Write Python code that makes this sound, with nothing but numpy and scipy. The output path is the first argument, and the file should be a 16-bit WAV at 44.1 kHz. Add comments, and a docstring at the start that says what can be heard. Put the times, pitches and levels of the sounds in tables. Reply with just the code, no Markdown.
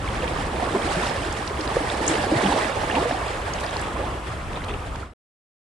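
"""Small waves on a rocky shore

Waves lap a few metres to the right, and a larger one breaks after two seconds. Water sloshes between
the stones and traps air that rings as gulps and plips, leaving fizzing foam and flicks of spray.
Farther surf hisses and a breeze rumbles on the microphone. All fades out just after five seconds."""
import sys
import numpy as np
from scipy import signal
from scipy.fft import rfft, irfft, next_fast_len
from scipy.io import wavfile
from scipy.ndimage import uniform_filter1d, map_coordinates

SR = 44100
rng = np.random.default_rng(int(sys.argv[2]) if len(sys.argv) > 2 else 0)


def to_wav(sig):
    """Store sig (one row per channel, or 1-D mono) as 16-bit WAV at the path in sys.argv[1].

    Samples outside -1..1 are clipped; the rate is SR.
    """
    pcm = np.clip(np.atleast_2d(sig), -1, 1) * 32767
    pcm = np.round(pcm).astype(np.int16)
    wavfile.write(sys.argv[1], SR, pcm.T)  # frames by channels


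N = 249165


def amp(db):
    """Decibels to gain."""
    return 10 ** (np.asarray(db) / 20)


def unit(x):
    """Scaled to rms 1."""
    return x / np.sqrt(np.mean(x ** 2) + 1e-20)


def along(points, hz):
    """(frequency, value) points read on a log axis."""
    freqs, values = np.transpose(points)
    return np.interp(np.log(hz + 1), np.log(freqs + 1), values)


def envelope(points):
    """(time, value) points joined into one value per sample."""
    return np.interp(np.arange(N) / SR, *np.transpose(points))


def wobble(rate):
    """A smooth random curve, rate knots a second."""
    return map_coordinates(rng.standard_normal(2048), [np.arange(N) * rate / SR], mode="wrap")


def filtered(x, response):
    """x through a frequency response."""
    size = next_fast_len(N + SR // 4)
    return irfft(rfft(x, size) * response(np.fft.rfftfreq(size, 1 / SR)), size)[..., :N]


def add(track, start, sound):
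    """Mixes a sound into the track, start seconds in."""
    part = track[..., max(round(start * SR), 0):][..., :sound.shape[-1]]
    part += sound[..., :part.shape[-1]]


def patchy_noise(depth_db):
    """Two unrelated noises whose gain varies in patches of time and frequency."""
    spectra = signal.stft(rng.standard_normal((2, N)), nperseg=512)[2]
    patches = uniform_filter1d(rng.standard_normal(spectra.shape[1:]), size=7, axis=0)
    patches = unit(uniform_filter1d(patches, size=5, axis=1))
    return unit(signal.istft(spectra * amp(depth_db * patches), nperseg=512)[1][:, :N])


def burst(centre_hz, length, width, attack_s, top_hz=10430):
    """Two unrelated puffs of noise in one band that strike and die away."""
    t = np.arange(SR // 5) / SR
    hz = np.fft.rfftfreq(len(t), 1 / SR)
    band = 1 / (1 + (np.log((hz + 1) / centre_hz) / width) ** 4)
    band /= 1 + (hz / top_hz) ** 8  # the microphone dulls the top
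    hiss = irfft(rfft(rng.standard_normal((2, len(t)))) * band, len(t))
    strike = (1 - np.exp(-t / attack_s)) * np.exp(-(t / length) ** 2 / 2)
    return unit(hiss * strike) * np.sqrt(np.mean(strike ** 2)) / strike.max()


# Stereo image of the water: (frequency [Hz], left-right likeness [0-1])
WATER_LIKENESS = [(330, .99), (600, .85), (950, .25), (1180, .6), (1450, .25), (2000, .18), (2500, .55),
                  (3300, .68), (4700, .45), (7000, .1), (15000, 0)]


def at_ports(pair, spectrum, likeness=WATER_LIKENESS):
    """Colours two unrelated signals and blends them onto the left and right microphone ports."""
    def mid_side(hz):
        angle = np.arccos(np.clip(along(likeness, hz), -1, 1)) / 2
        return amp(along(spectrum, hz)) * [np.cos(angle), np.sin(angle)]
    mid, side = filtered(pair, mid_side)
    return np.array([mid + side, mid - side]) / np.std(mid)


# Gusts of the breeze: (time [s], level [dB])
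WIND_LEVEL = [(0, -31), (0.7, -31), (1.47, -35.5), (1.75, -32.5), (2.0, -35.5), (2.6, -36.5), (2.8, -33),
              (4.3, -33.5), (4.65, -31), (5.0, -34)]
# Tone of its rumble: (frequency [Hz], level [dB])
WIND_EQ = [(12, -46.5), (25, -10.5), (42, -4.5), (62, 0), (80, -4), (102, -5.5), (150, -10.5), (260, -20),
           (600, -32.5), (2000, -69.5)]


def wind():
    """The breeze presses on both ports nearly alike, in quick uneven lumps."""
    rumble = at_ports(rng.standard_normal((2, N)), WIND_EQ, likeness=[(25, .9), (100, .98)])
    buffet_db = 0.86 * wobble(20)
    return amp(envelope(WIND_LEVEL) + buffet_db) * rumble


# The surf bed, settling toward the end: (time [s], level [dB])
SURF_LEVEL = [(0, -36.5), (3.5, -35.5), (4.3, -37), (4.7, -38), (5.0, -41.5)]
# Tone of its hiss: (frequency [Hz], level [dB])
SURF_EQ = [(120, -15.5), (300, -2), (520, 0), (850, -0.5), (1250, 3), (1550, -4.5), (2100, -9), (3450, -14),
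           (3900, -24), (6500, -23), (9500, -21.5), (11200, -32.5), (15000, -44)]


def far_surf():
    """The rest of the shoreline blends into a gently heaving hiss."""
    heave_db = 0.63 * wobble(13)
    return amp(envelope(SURF_LEVEL) + heave_db) * at_ports(patchy_noise(depth_db=2.0), SURF_EQ)


# Flicks of spray: (time [s], centre [Hz], level [dB], decay [s], bandwidth [natural-log units])
SPRAY_FLICKS = [(0.174, 2000, -27.5, 0.0013, 0.43), (0.278, 2660, -27, 0.0029, 0.39),
                (1.325, 7060, -33, 0.003, 0.35), (1.476, 4470, -28.5, 0.0031, 0.25),
                (1.608, 4300, -32, 0.0056, 0.31), (1.676, 4050, -29, 0.0026, 0.25),
                (2.065, 7320, -27, 0.0022, 0.21), (2.078, 6830, -17.5, 0.0049, 0.16),
                (2.083, 7710, -29.5, 0.019, .16), (2.951, 2500, -28.5, 0.014, 0.35),
                (3.281, 4370, -32, 0.0017, 0.2), (3.536, 5700, -28, 0.0025, 0.31),
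                (3.6, 5500, -37, 0.002, 0.55), (3.606, 7200, -36.5, 0.006, 0.59),
                (3.664, 4770, -29.5, 0.00088, 0.11), (3.71, 4990, -34, 0.0011, .55),
                (3.768, 4370, -23.5, 0.001, 0.25), (3.795, 5550, -34, 0.0022, .4),
                (3.814, 8800, -30.5, 0.0018, .18), (4.532, 2600, -31, 0.0013, .5),
                (4.559, 2600, -38.5, 0.02, 0.42), (4.645, 5480, -37, .0015, 0.65),
                (4.683, 2800, -39, 0.02, 0.25), (4.737, 2600, -36, 0.0077, 0.3),
                (4.958, 2990, -35.5, 0.002, 0.75)]


def spray():
    """Flung droplets strike stone in short, bright spits."""
    track = np.zeros((2, N))
    for start, centre_hz, db, length, width in SPRAY_FLICKS:
        add(track, start, amp(db) * burst(centre_hz, length, width, attack_s=0.00027))
    return track * amp([[1], [-1]])  # a touch to the left


# Dull smacks: (time [s], centre [Hz], level [dB], decay [s], bandwidth [natural-log units])
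ROCK_SLAPS = [(0.623, 280, -31, .028, .5), (0.747, 623, -26, 0.021, 0.79), (0.873, 540, -26.5, .012, .45),
              (1.769, 840, -25.5, .0025, 0.22), (2.007, 260, -22.5, .012, .5), (2.235, 600, -26, .008, .5),
              (2.315, 340, -25, 0.068, 0.62), (2.436, 292, -27, .035, .35), (2.973, 535, -26.5, .025, 0.37),
              (3.022, 560, -27.5, .009, .6), (3.976, 474, -33.5, 0.067, 0.71), (4.684, 800, -35, .022, .5),
              (4.737, 650, -34.5, .016, .5)]


def slaps():
    """Wavelets smack into a rock face with a soft attack."""
    track = np.zeros(N)
    for start, centre_hz, db, length, width in ROCK_SLAPS:
        add(track, start, amp(db) * burst(centre_hz, length, width, attack_s=.002)[0])
    return track


# Gurgles: (time [s], length [s], start pitch [Hz], end pitch [Hz], level [dB], roughness [0-1])
GAP_SURGES = [(0.714, 0.1, 205, 223, -34, 0.7), (2.345, 0.036, 170, 90, -23, 0.38),
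              (2.432, 0.068, 220, 165, -23, 0.57), (2.477, 0.04, 323, 262, -25.5, 0.5),
              (2.512, 0.022, 735, 995, -18.5, .2), (2.518, 0.031, 355, 434, -26, 0.4),
              (2.931, 0.1, 191, 431, -26.5, 0.4), (2.957, 0.042, 999, 770, -23, .4),
              (3.013, .032, 460, 500, -28, .3), (3.969, 0.067, 510, 647, -31.5, 0.45),
              (4.012, .058, 925, 588, -31.5, 0.7), (4.68, 0.082, 402, 420, -35, 0.42)]


def surges():
    """Turbulent water rings the air in a gap; the resonance glides with the water level."""
    track = np.zeros(N)
    for start, length, start_hz, end_hz, db, rough in GAP_SURGES:
        progress = np.linspace(0, 1, round(length * SR))
        cycles = np.cumsum(start_hz * (end_hz / start_hz) ** progress) / SR
        flutter, jitter = (rough * map_coordinates(knots, [cycles * 0.48], mode="wrap")
                           for knots in rng.standard_normal((2, 256)))
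        phase = 2 * np.pi * cycles
        ring = unit((1 - rough + flutter) * np.sin(phase) + jitter * np.cos(phase))
        add(track, start, amp(db) * np.sin(np.pi * progress) * ring)
    return track


def bubble(cycles, life, rise):
    """A bubble rings and dies; nearing the surface, its pitch climbs by the share rise per life."""
    age = cycles / life
    loudness = 4 * age * np.exp(1 - 4 * age)
    return loudness * np.sin(2 * np.pi * cycles * (1 + rise * age / 2))


# Deep gulps: (time [s], pitch [Hz], level [dB], life [cycles])
AIR_GULPS = [(0.234, 485, -21, 6.7), (0.597, 750, -22, 7.4), (0.967, 174, -20, 5), (1.508, 393, -23.5, 5.5),
             (1.59, 301, -29, 14.6), (1.806, 300, -21, 5.1), (2.238, 786, -20, 9.7),
             (2.377, 660, -23.5, 12), (2.455, 770, -21.5, 14), (2.553, 610, -23, 10), (2.943, 690, -19, 11),
             (3.006, 1150, -22, 11), (3.049, 472, -20, 20), (3.055, 660, -22, 10), (3.117, 283, -23, 6.5),
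             (3.143, 750, -23.5, 10), (3.215, 660, -24, 7), (3.762, 900, -22, 6), (3.961, 1030, -25, 16),
             (4.573, 980, -26, 8), (4.952, 900, -29, 6.2), (0.624, 700, -18.5, 12), (0.746, 382, -15.5, 11),
             (1.7668, 500, -9, 4.6), (2.108, 305, -17, 6), (2.3145, 520, -13, 5), (2.32, 310, -12.5, 8),
             (3.1095, 680, -13, 4.4)]
# High plips: (time [s], pitch [Hz], level [dB])
DROP_PLIPS = [(0.077, 2180, -22.5), (0.088, 3160, -25), (0.223, 2700, -23), (1.76, 1720, -23),
              (1.872, 1920, -23), (1.901, 3580, -18.5), (2.899, 1700, -17), (2.913, 2730, -19),
              (2.953, 2710, -19), (3.111, 1710, -20.5), (3.638, 4000, -28), (3.693, 3700, -27.5),
              (3.732, 3100, -32), (4.557, 3600, -31), (4.562, 3150, -38), (4.572, 2400, -35),
              (4.607, 3380, -35), (4.619, 2000, -29), (4.639, 2940, -32), (4.641, 3830, -31),
              (4.684, 3150, -37), (4.693, 2590, -26.5), (4.702, 3350, -31), (4.703, 1950, -32),
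              (4.71, 2530, -29), (4.715, 3450, -31), (4.74, 2630, -29), (4.745, 1270, -34),
              (4.7945, 2630, -34), (4.956, 1600, -33), (4.964, 2220, -38), (5.03, 1330, -27.5)]


def gulps_and_plips():
    """Large pockets of trapped air gulp; falling drops pull in small bubbles that plip."""
    track, t = np.zeros(N), np.arange(SR // 6) / SR
    for start, hz, db, life in AIR_GULPS:
        add(track, start, amp(db) * bubble(hz * t, life, rise=0.051))
    for start, hz, db in DROP_PLIPS:
        add(track, start, amp(db) * bubble(hz * t, life=8.3, rise=.04))
    return track


def bubble_cloud(low_hz, high_hz, life, rise, spread_db, count):
    """Two unrelated streams of random bubbles between two pitches."""
    when, pitch, size, length, side = rng.random((count, 5)).T[..., None]
    hz = low_hz * (high_hz / low_hz) ** pitch
    lives = life * 2 ** (2 * length - 1)
    samples = np.arange(min(int(3 * life / low_hz * SR), 4000000 // count))
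    strength = amp(-spread_db * np.log(size + .02)) * hz / np.sqrt(lives)  # evens out the spectrum
    rings = strength * bubble(samples * hz / SR, lives, rise)
    index = ((when * N).astype(int) + samples).ravel()
    shares = np.cos(2 * np.pi * side), np.sin(2 * np.pi * side)
    return unit(np.array([np.bincount(index, (rings * share).ravel(), N)[:N] for share in shares]))


# Waves running up the rocks:
# (time [s], rise [s], hold [s], level [dB], slosh trim [dB], trickle trim [dB], foam trim [dB])
LAPPING_WAVES = [(-0.11, 0.38, 0.15, -32, 0.5, -0.5, -1.5), (0.503, 0.13, 0.087, -31.5, 0, 0, -1),
                 (0.697, 0.28, 0.083, -29.5, 1, 0.3, 1), (1.05, 0.17, 0.18, -35.5, 1, 2, 2.5),
                 (1.46, 0.4, 0.092, -29, -1.5, -2.5, -1.5), (1.981, 0.14, 0.053, -27, 1.5, 0.5, 1.5),
                 (2.28, 0.13, 0.11, -26.7, 0, 1, 0.5), (2.537, 0.068, 0.03, -31.5, 0.5, 1.5, 0.5),
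                 (2.715, 0.096, 0.074, -29.5, -0.5, -1, -2), (2.928, 0.047, 0.12, -31, -4, 0, -1),
                 (3.178, 0.072, 0.091, -33.5, -6, 0.5, -0.5), (3.431, 0.052, 0.36, -33.5, -5, -0.3, -2.5),
                 (3.914, 0.12, 0.04, -37, 3, 0.5, -5), (4.198, 0.07, .02, -45.5, -6, 6.5, 5),
                 (4.44, 0.056, 0.25, -43.5, -3, -2.5, -9)]


def swell(layer, fall_db_per_s, calm_db=-44):
    """One layer's gain: each wave rises, holds and drains, over water that never quite rests."""
    start, rise, hold, db, slosh, trickle, foam = np.transpose(LAPPING_WAVES)[..., None]
    trim_db = {"slosh": slosh, "wash": 0, "trickle": trickle, "foam": foam}[layer]
    t = np.arange(0, N, 64) / SR
    attack = np.sin(np.pi / 2 * np.clip((t - start) / rise, 0, 1))
    drained_db = fall_db_per_s * np.maximum(t - start - rise - hold, 0)
    power = np.sum((attack * amp(db + trim_db - drained_db)) ** 2, axis=0) + amp(calm_db) ** 2
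    return amp(np.interp(np.arange(N) / SR, t, 10 * np.log10(power)))


# Tone of the four water layers, dark to bright: (frequency [Hz], level [dB])
SLOSH_EQ = [(60, -39.5), (130, -7.5), (200, -5.5), (310, -1), (450, -3), (650, -8.5), (1200, -45.5)]
WASH_EQ = [(200, -29), (400, -5), (560, 0), (850, 1), (1150, -3), (1450, -17.5), (2200, -46)]
TRICKLE_EQ = [(900, -22), (1400, -1), (1740, 2), (2100, -2), (2700, -5), (3450, -8), (3950, -13),
              (6000, -46)]
FOAM_EQ = [(2000, -29.5), (3400, 1), (4100, 4.5), (5200, 4), (5900, -1), (8700, 1.5), (10000, -3.5),
           (11200, -18.5), (15000, -34.5)]
# Pan as the wash runs along the rocks: (time [s], left minus right [dB])
WASH_PAN = [(0, 0), (1.2, -1), (2.0, -.5), (2.8, -1.5), (3.7, 1), (4.5, 2.5)]


def waves():
    """Bubbles of four sizes slosh, babble, trickle and fizz, each over the rush of countless others."""
    churn = wobble(45)  # wavelets tumbling over the stones stir all sizes at once
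    large = bubble_cloud(142.3, 736, life=3.53, rise=0.14, spread_db=1.0, count=900)
    large += amp(6.5) * patchy_noise(depth_db=-2.5)
    medium = bubble_cloud(378, 1796, life=9.2, rise=0.19, spread_db=-1.0, count=1400)
    medium += amp(12.5) * patchy_noise(depth_db=-0.3)
    small = bubble_cloud(1200, 4500, life=11.2, rise=.08, spread_db=0.5, count=2600)
    small += amp(9) * patchy_noise(depth_db=1.5)
    tiny = bubble_cloud(3000, 13000, life=11, rise=0.055, spread_db=2.2, count=7500)
    tiny += amp(6.0) * patchy_noise(depth_db=1.45)
    slosh = swell("slosh", fall_db_per_s=42) * amp(-2.5 + 0.34 * churn) * at_ports(large, SLOSH_EQ)
    wash = swell("wash", fall_db_per_s=37.5) * amp(-1 + 0.7 * churn) * at_ports(medium, WASH_EQ)
    trickle = swell("trickle", fall_db_per_s=48) * amp(-4.5 + 0.8 * churn) * at_ports(small, TRICKLE_EQ)
    foam = swell("foam", fall_db_per_s=48) * amp(-12 + 1.6 * churn) * at_ports(tiny, FOAM_EQ)
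    pan = amp(np.outer([.5, -.5], envelope(WASH_PAN)))
    return slosh + (wash + trickle + foam) * pan


# Shadow of the microphone's housing: (frequency [Hz], left minus right [dB])
HOUSING_SHADOW = [(400, 0), (750, -5.5), (1300, -3.2), (1750, -4.2), (2400, -2.8), (4500, -2.5),
                  (8000, -1.5), (11000, 0)]
# Phase between the ports: (frequency [Hz], lead of the right [rad])
PHASE_LEAD = [(220, 0), (400, .2), (600, .6), (850, .8), (1180, .1), (1550, -1.2), (2500, -.8), (3100, 0)]


def from_right(x):
    """Sound from the rocks bends round the housing: louder at the right port, and shifted in phase."""
    half = np.array([[.5], [-.5]])
    return filtered(x, lambda hz: amp(half * along(HOUSING_SHADOW, hz))
                    * np.exp(-1j * half * along(PHASE_LEAD, hz)))


def scene():
    """Near water on the right, with spray, over a bed of far surf and wind."""
    near_water = waves() + gulps_and_plips() + surges() + slaps()
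    return from_right(near_water) + spray() + far_surf() + wind()


def record(dry):
    """A quick closing fade and a steep high cut."""
    fade_start_s, fade_db_per_s, silent_s, top_hz = 5.022, 138, 5.135, 15200
    t = np.arange(N) / SR
    fade = amp(-fade_db_per_s * np.maximum(t - fade_start_s, 0)) * (t < silent_s)
    return filtered(dry * fade, lambda hz: hz < top_hz)


dry = scene()
out = record(dry)
to_wav(out)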